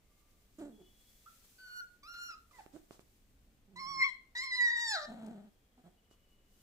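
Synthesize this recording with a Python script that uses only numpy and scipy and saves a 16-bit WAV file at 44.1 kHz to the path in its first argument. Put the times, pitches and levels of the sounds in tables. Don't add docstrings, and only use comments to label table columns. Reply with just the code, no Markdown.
import sys
import numpy as np
from scipy import signal
from scipy.fft import rfft, irfft, next_fast_len
from scipy.io import wavfile

SR = 44100
rng = np.random.default_rng(int(sys.argv[2]) if len(sys.argv) > 2 else 0)


def store_pcm(level_fs):
    pcm = np.round(np.clip(level_fs, -1, 1) * 32767).astype(np.int16)
    wavfile.write(sys.argv[1], SR, np.atleast_2d(pcm).T)


N = 292250
TIME = np.arange(N) / SR

# frequency in Hz, level in dB per Hz.
AIR_COLOUR = [(59, -30), (100, -1.5), (209, -9), (386, -6.5), (697, -11.5), (898, -15.5), (1160, -15.5),
              (1310, -17), (2930, -18.5), (4560, -24), (15500, -40)]
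AIR_DB = -79
# frequency in Hz, level in dB per Hz.
RUMBLE_COLOUR = [(11, -33.5), (18, 4), (65, -3), (86, -9), (129, -11.5), (157, -19), (203, -9), (300, -16),
                 (390, -50.5), (660, -120)]
RUMBLE_DB, RUMBLE_SWING_DB, RUMBLE_SWING_HZ = -74, 1.5, 0.89
# start in seconds, length in seconds, pitch in Hz, level in dB.
FAR_CALLS = [(0, 0.55, 2136, -87), (0.075, 0.45, 1180, -84), (0.708, 0.76, 3370, -75.5),
             (0.793, 0.16, 3000, -78), (5.446, 0.96, 3270, -90.5), (5.935, 1, 2934, -82)]
# frequency in Hz, likeness from 0 to 1.
LIKENESS = [(30, .9), (300, 0.95), (1000, 0.067), (4000, 0.051), (14000, 0.067)]

# start in seconds, length in seconds, level in dB before wide_noise adds 3 dB.
FUR_SLIDES = [(-.4, 2.15, -85), (0.71, 1.42, -72.5), (1.667, 2.05, -84), (6.36, 0.87, -74.5)]
# start in seconds, length in seconds, level in dB before wide_noise adds 3 dB.
FUR_BRUSHES = [(0.59, 0.022, -68.5), (1.441, 0.02, -73), (2.509, 0.055, -73.5), (2.545, 0.14, -69.5),
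               (2.724, 0.11, -73), (2.908, 0.089, -67), (3, 0.033, -72.5), (5.262, 0.0096, -63.5),
               (6.104, 0.061, -74.5)]
# frequency in Hz, level in dB per Hz.
RUSTLE_COLOUR = [(600, -26.5), (1600, -15), (3200, -11.5), (6000, -9.5), (9000, -11), (15500, -12)]
# frequency in Hz, level in dB per Hz.
BRUSH_COLOUR = [(400, -1), (1250, -2.5), (2000, -11), (3800, -7.5), (7700, -8.5), (15000, -20)]
RUSTLE_DB = -85

# start in seconds, length in seconds, first pitch in Hz, last pitch in Hz,
# rise in seconds, fade in dB, peak level in dB, octave in dB from the peak, overtones in dB from the peak.
GROWLS = [ (0.583, 0.19, 352.3, 183.7, 0.048, 23, -44, -10, -17.5),
          (0.777, 0.067, 211.6, 175, 0.013, 2.5, -69, 6, -7.5),
          (2.732, 0.046, 267, 343, 0.016, 8, -52, -11.5, -19.5),
          (3.675, 0.22, 179.1, 192.6, .07, 11, -62.5, -9.5, -18.5),
          (3.848, .2, 154.9, 199, 0.16, 26, -63.5, -5.5, -19.5),
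          (5.071, 0.17, 239.9, 208.2, 0.03, 1.5, -50.5, -20.5, -7),
          (5.229, .265, 228.3, 199.9, 0.054, 16, -47.5, -15.5, -11),
          (5.772, .048, 231.4, 235.6, 0.016, 9, -64.5, -16.5, -6),
          (5.836, .066, 176.3, 169.8, 0.034, 9, -59, -10, -7)]
# frequency in Hz, level in dB.
GROWL_THROAT = [(450, -3.5), (680, 8.5), (850, 2), (1020, -11.5), (1300, -6.5), (1900, -16), (2700, -18.5),
                (3800, -16.5), (5500, -30.5), (8000, -14.5), (13000, -28.5)]
GROWL_SWELL_DB = 5.5

# start in seconds, length in seconds, first pitch in Hz, held pitch in Hz,
# settling time in seconds, final sag as a share of the pitch, rise in seconds, swell in dB,
# peak level in dB, octave in dB from the peak, overtones in dB from the peak.
WHIMPERS = [ (1.257, 0.035, 1220, 1348, 0.01, 0, 0.0073, 16, -55.5, -26, -32),
            (1.581, 0.23, 1510, 1453, .09, 0, 0.25, 22, -43, -19, -10),
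            (2.029, .32, 1164, 1416, .042, .12, 0.21, 12, -47, -12, -7),
            (2.508, 0.015, 1250, 1120, 0.0078, 0.01, 0.0036, 8, -61.5, -13, -25),
            (2.528, 0.062, 1024, 945, 0.0454, 0, 0.025, 10, -67.5, 4, -16),
            (2.582, 0.03, 916, 790, 0.0175, 0.042, 0.013, 7, -50.5, -17.5, -18)]
# frequency in Hz, level in dB.
WHIMPER_THROAT = [(2500, 2), (3400, -11), (4250, -7), (5000, 3), (5700, -16), (7100, -23), (8500, -27),
                  (10000, -31), (12700, -25), (15500, -51.5)]
WHIMPER_FADE_DB, WHIMPER_SAG_S = 7.5, 0.038
WHIMPER_OCTAVE_FOLLOWS, WHIMPER_OVERTONES_FOLLOW = 0.7, 0.71

# start in seconds, level in dB before fixed cuts in bumps(),
# brightness in dB (level of the tick against the thud, before those cuts).
BUMPS = [(2.663, -47.5, 2), (2.763, -47.5, -23), (2.909, -42.5, -3), (2.994, -49, 1), (6.112, -56, -13)]
# pitch in Hz, level in dB, time to fall by 60 dB in seconds.
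BUMP_MODES = [(200, -51, 0.022), (378, 6, 0.012), (605, 8.5, 0.0072), (1110, 6.5, 0.0033)]

# time in seconds, pitch in Hz.
TIGHT_CRY_PITCH = [(3.757, 1000), (3.775, 996), (3.805, 1101), (3.849, 1054), (3.889, 1109), (4.027, 1055),
                   (4.055, 1123), (4.099, 990), (4.11, 1035)]
# time in seconds, pitch in Hz.
SLIDING_CRY_PITCH = [(4.35, 923.4), (4.44, 1078), (4.504, 1041), (4.528, 982.5), (4.566, 1012),
                     (4.608, 978), (4.634, 977.5), (4.702, 922.2), (4.724, 968), (4.784, 922),
                     (4.824, 956.6), (4.902, 887.4), (4.942, 797.6), (4.97, 656), (5.002, 609),
                     (5.032, 588), (5.06, 609.5)]
# time in seconds, fundamental in dB, octave in dB, overtones in dB.
TIGHT_CRY_LEVEL = [(3.757, -53, -63.5, -65.5), (3.793, -53, -47.5, -54.5), (3.819, -45.5, -56.5, -55.5),
                   (3.961, -43.5, -55.5, -51), (4.013, -39.5, -28.5, -49), (4.027, -43, -23, -43.5),
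                   (4.061, -38, -34.5, -50.5), (4.11, -57.5, -50, -60)]
# time in seconds, fundamental in dB, octave in dB, overtones in dB.
SLIDING_CRY_LEVEL = [(4.35, -54, -43.5, -53.5), (4.372, -70, -40, -44), (4.442, -53.5, -40, -50),
                     (4.5, -58.5, -44.5, -49), (4.528, -69, -35, -46.5), (4.57, -55, -43.5, -41.5),
                     (4.61, -57, -25, -46), (4.746, -61, -36, -49), (4.908, -49.5, -41.5, -40),
                     (4.952, -42, -36.5, -38.5), (5.008, -54.5, -50, -53.5), (5.052, -52, -59, -51.5),
                     (5.06, -51.5, -59, -60.5)]
# frequency in Hz, level in dB.
CRY_THROATS = [
    [(1900, 4), (2700, -43), (3250, -6.5), (3700, -17.5), (4300, -1), (4900, -21.5), (5450, 6.5),
     (6400, -32), (7600, -18), (8700, -25.5), (10000, -37), (12500, -30.5), (15500, -45)],
    [(1900, 8.5), (2400, -22), (2950, -10.5), (3350, -11.5), (3900, 10), (4500, -1.5), (5200, 3.5),
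     (6200, -18.5), (7000, -13), (8500, -20.5), (10000, -27), (12500, -31.5), (15500, -48.5)],
]

CLEAR, ONSET_ROUGH, SLACK_ROUGH = .18, .7, .85
SETTLE_S = 0.019
TAUT_HZ, SLACK_HZ = 930, 560
FADE_IN_S, FADE_OUT_S = 0.005, 0.0044
VOICE_BREAKS = [2.14, 2.303, 3.997]

# time in seconds, left against right in dB.
PLACE = [(.6, -3), (1.7, -2.5), (2.2, -1.5), (2.7, -9), (3.9, -5), (4.1, -0.5), (4.6, -6), (5.2, 1),
         (6.2, -3)]
# frequency in Hz, lag in milliseconds.
PORT_LAG = [(200, 0.073), (1000, 0.23), (1500, 0.063), (2100, 0.13), (3000, .15), (4100, 0.18),
            (5300, 0.15), (8000, .165)]
# frequency in Hz, time to fall by 60 dB in seconds.
ROOM_T60 = [(150, 0.16), (600, 0.43), (2000, 0.33), (5000, 0.36), (14000, 0.061)]
# frequency in Hz, relative level in dB.
ROOM_COLOUR = [(200, 0.5), (1000, -0.5), (2000, 3.5), (4000, -3.5), (10000, -0.5)]
# frequency in Hz, left against right in dB.
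PORTS = [(600, 0), (900, 2), (1150, -5), (1500, 1), (2100, 6.5), (3000, 3), (4400, 4.5), (5500, -2),
         (8000, -10), (10000, 0.5), (12000, 7.5), (15000, 15)]
CUTOFF_HZ = 15550


def from_db(db):
    return 10 ** (np.asarray(db) / 20)


def rms_one(x):
    return x / np.sqrt(np.mean(x ** 2) + 1e-20)


def in_time(rows, t):
    s, *columns = np.transpose(rows)
    return [np.interp(t, s, c) for c in columns]


def at_hz(points, hz):
    f, value = np.transpose(points)
    return np.interp(np.log(np.maximum(hz, 1)), np.log(f), value)


def drift(rate_hz, size):
    padded = next_fast_len(max(size, SR), real=True)
    hz = np.fft.rfftfreq(padded, 1 / SR)
    spectrum = rfft(rng.standard_normal(padded)) / (1 + (hz / rate_hz) ** 2)
    return rms_one(irfft(spectrum, padded))[:size]


def noise(colour, size):
    padded = next_fast_len(size, real=True)
    hz = np.fft.rfftfreq(padded, 1 / SR) + 1
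    low_end = 1 / (1 + (.8 * colour[0][0] / hz) ** 6)
    high_end = 1 / (1 + (hz / colour[-1][0] / 1.2) ** 6)
    spectrum = rfft(rng.standard_normal(padded)) * from_db(at_hz(colour, hz)) * low_end * high_end
    return rms_one(irfft(spectrum, padded)[:size])


def wide_noise(colour):
    mid, side = noise(colour, N), noise(colour, N)
    padded = next_fast_len(N, real=True)
    alike = np.clip(at_hz(LIKENESS, np.fft.rfftfreq(padded, 1 / SR)), 0, 1)
    shared = np.sqrt(1 + alike) * rfft(mid, padded)
    opposed = np.sqrt(1 - alike) * rfft(side, padded) * [[1], [-1]]
    return irfft(shared + opposed, padded)[:, :N]


def swell(start, length):
    return np.sin(np.pi * np.sqrt(np.clip((TIME - start) / length, 0, 1)))


def ring(clicks, hz, t60):
    r, w = from_db(-60 / (t60 * SR)), 2 * np.pi * hz / SR
    return signal.lfilter([0, np.sin(w)], [1, -2 * r * np.cos(w), r * r], clicks + 1e-18)


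def background():
    far = 0
    for start, length, hz, db in FAR_CALLS:
        far_tone = rms_one(ring(rng.standard_normal(N), hz, 0.12))
        far = far + from_db(db) * swell(start, length) * far_tone
    rumble_db = RUMBLE_DB + RUMBLE_SWING_DB * drift(RUMBLE_SWING_HZ, N)
    rumble = from_db(rumble_db) * wide_noise(RUMBLE_COLOUR)
    return from_db(AIR_DB) * wide_noise(AIR_COLOUR) + rumble + far


def fur():
    strokes = sum(from_db(db) * swell(s, length) for s, length, db in FUR_BRUSHES)
    sliding = 0
    for start, length, db in FUR_SLIDES:
        progress = np.clip((TIME - start) / length, 0, 1)
        sliding = sliding + from_db(db) * np.sin(np.pi * progress) ** 2
    rustle = (from_db(RUSTLE_DB) + sliding) * from_db(0.95 * drift(10, N))
    return strokes * wide_noise(BRUSH_COLOUR) + rustle * wide_noise(RUSTLE_COLOUR)


def span(start, length):
    return TIME[(TIME >= start) & (TIME < start + length)]


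def effort_db(age, rise, swell_db, fade_db):
    rise = np.clip(rise, age[1], age[-2])
    return np.interp(age, [0, rise, age[-1]], [-swell_db, 0, -fade_db])


def hoarseness(t, pitch):
    slack = np.interp(pitch, [SLACK_HZ, TAUT_HZ], [SLACK_ROUGH, CLEAR])
    upset = sum((t >= s) * np.exp(-np.abs(t - s) / SETTLE_S) for s in [t[0], *VOICE_BREAKS])
    return np.clip(slack + ONSET_ROUGH * upset, 0, 1)


def call(t, pitch, levels_db, throat, waver, jitter, shimmer_db, flutter_db, rasp_db, count):
    first_db, octave_db, upper_db = levels_db
    hoarse = hoarseness(t, pitch)
    pitch = pitch * (1 + waver * drift(30, len(t)))
    cycle_hz = np.mean(pitch) / 2
    uneven_pitch = pitch * (1 + jitter * hoarse * drift(cycle_hz, len(t)))
    phase = 2 * np.pi * np.cumsum(uneven_pitch) / SR
    swing = from_db(shimmer_db * hoarse * drift(cycle_hz, len(t)))
    k = np.arange(3, count)[:, None]
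    flutter = flutter_db * np.array([drift(14, len(t)) for _ in k])
    gains = from_db(at_hz(throat, k * pitch) + flutter) * (k * pitch < CUTOFF_HZ)
    waves = np.sin(k * phase + rng.uniform(0, 2 * np.pi, k.shape))
    overtones = np.sum(gains * waves, axis=0) / np.sqrt(np.sum(gains ** 2, axis=0))
    rasp = from_db(rasp_db) * hoarse * noise(throat, len(t)) * (1 + np.cos(phase)) / 2
    tone = from_db(first_db) * np.sin(phase) + from_db(octave_db) * np.sin(2 * phase)
    tone = tone + from_db(upper_db) * (overtones + rasp)
    fade_in = np.clip((t - t[0]) / FADE_IN_S, 0, 1)
    fade_out = np.clip((t[-1] - t) / FADE_OUT_S, 0, 1)
    out = np.zeros(N)
    out[np.rint(t * SR).astype(int)] = np.sqrt(2) * tone * fade_in * fade_out * swing
    return out


def growls():
    out = 0
    for start, length, first_hz, last_hz, rise, fade_db, peak_db, octave_db, upper_db in GROWLS:
        t = span(start, length)
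        pitch = np.linspace(first_hz, last_hz, len(t))
        level = peak_db + effort_db(t - t[0], rise, GROWL_SWELL_DB, fade_db)
        levels = level, level + octave_db, level + upper_db
        out = out + call(t, pitch, levels, GROWL_THROAT, waver=.042, jitter=.07,
                         shimmer_db=2.5, flutter_db=0.5, rasp_db=-3.5, count=30)
    return out


def whimpers():
    out = 0
    for (start, length, first_hz, held_hz, settling, sag, rise,
         swell_db, peak_db, octave_db, upper_db) in WHIMPERS:
        t = span(start, length)
        age, left = t - t[0], t[-1] - t
        pitch = held_hz + (first_hz - held_hz) * np.exp(-(age / settling) ** 3)
        pitch = pitch * (1 - sag * np.exp(-(left / WHIMPER_SAG_S) ** 2))
        effort = effort_db(age, rise, swell_db, WHIMPER_FADE_DB)
        levels = (peak_db + effort,
                  peak_db + octave_db + WHIMPER_OCTAVE_FOLLOWS * effort,
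                  peak_db + upper_db + WHIMPER_OVERTONES_FOLLOW * effort)
        out = out + call(t, pitch, levels, WHIMPER_THROAT, waver=0.0047, jitter=0.049,
                         shimmer_db=1.0, flutter_db=4.0, rasp_db=-3.5, count=13)
    return out


def bumps():
    s, level_db, bright_db = np.transpose(BUMPS)
    at = (s * SR).astype(int)
    clicks, ticks = np.zeros(N), np.zeros(N)
    clicks[at] = from_db(level_db - 8.5)
    ticks[at] = from_db(level_db + bright_db - 2)
    thud = sum(ring(clicks, hz, t60) * from_db(db) for hz, db, t60 in BUMP_MODES)
    return thud + ring(ticks, 2250, 0.0023)


def cry(pitches, levels, throat, first_gain_db, octave_gain_db, upper_gain_db):
    t = span(levels[0][0], levels[-1][0] - levels[0][0] + FADE_OUT_S / 2)
    first_db, octave_db, upper_db = in_time(levels, t)
    levels_db = first_db + first_gain_db, octave_db + octave_gain_db, upper_db + upper_gain_db
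    return call(t, in_time(pitches, t)[0], levels_db, throat, waver=0.00752, jitter=0.03,
                shimmer_db=-0.06, flutter_db=4.5, rasp_db=-5.0, count=22)


def cries():
    tight = cry(TIGHT_CRY_PITCH, TIGHT_CRY_LEVEL, CRY_THROATS[0],
                first_gain_db=0.0, octave_gain_db=0.5, upper_gain_db=3.0)
    sliding = cry(SLIDING_CRY_PITCH, SLIDING_CRY_LEVEL, CRY_THROATS[1],
                  first_gain_db=2.5, octave_gain_db=-0.5, upper_gain_db=2.0)
    return tight + sliding


def placed(x):
    pan_db = in_time(PLACE, TIME)[0]
    padded = next_fast_len(N + SR // 10, real=True)
    hz = np.fft.rfftfreq(padded, 1 / SR)
    delay = np.exp(-2j * np.pi * hz * at_hz(PORT_LAG, hz) / 1000)
    left = irfft(rfft(x, padded) * delay, padded)[:N]
    return np.array([left * from_db(pan_db / 2), x * from_db(-pan_db / 2)])


def room(x, wet_db):
    t, edges = TIME[:SR * 3 // 4], 68 * 2 ** np.arange(9.)
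    white = rng.standard_normal((2, len(t)))
    tail = 0
    for low, high in zip(edges, edges[1:]):
        hz = np.sqrt(low * high)
        band = signal.sosfilt(signal.butter(2, [low, high], "band", fs=SR, output="sos"), white)
        decay = np.exp(-np.log(1000) * t / at_hz(ROOM_T60, hz))
        tail = tail + band * from_db(at_hz(ROOM_COLOUR, hz)) * decay
    tail = tail * np.clip(t / 0.00069, 0, 1)
    tail = tail / np.sqrt(np.sum(tail ** 2) / 2)
    return placed(x) + from_db(wet_db) * signal.fftconvolve(x[None], tail, axes=1)[:, :N]


def scene():
    low_sounds = room(growls() + bumps(), wet_db=-9)
    puppies = low_sounds + room(whimpers(), wet_db=-7) + room(cries(), wet_db=-9.0)
    return background() + fur() + puppies


def record(dry):
    padded = next_fast_len(N + SR // 10, real=True)
    tilt_db = at_hz(PORTS, np.fft.rfftfreq(padded, 1 / SR))
    heard = irfft(rfft(dry, padded) * from_db(tilt_db * [[.5], [-.5]]), padded)[:, :N]
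    return signal.sosfilt(signal.ellip(12, .1, 70, CUTOFF_HZ, fs=SR, output="sos"), heard)


dry = scene()
out = record(dry)
store_pcm(out)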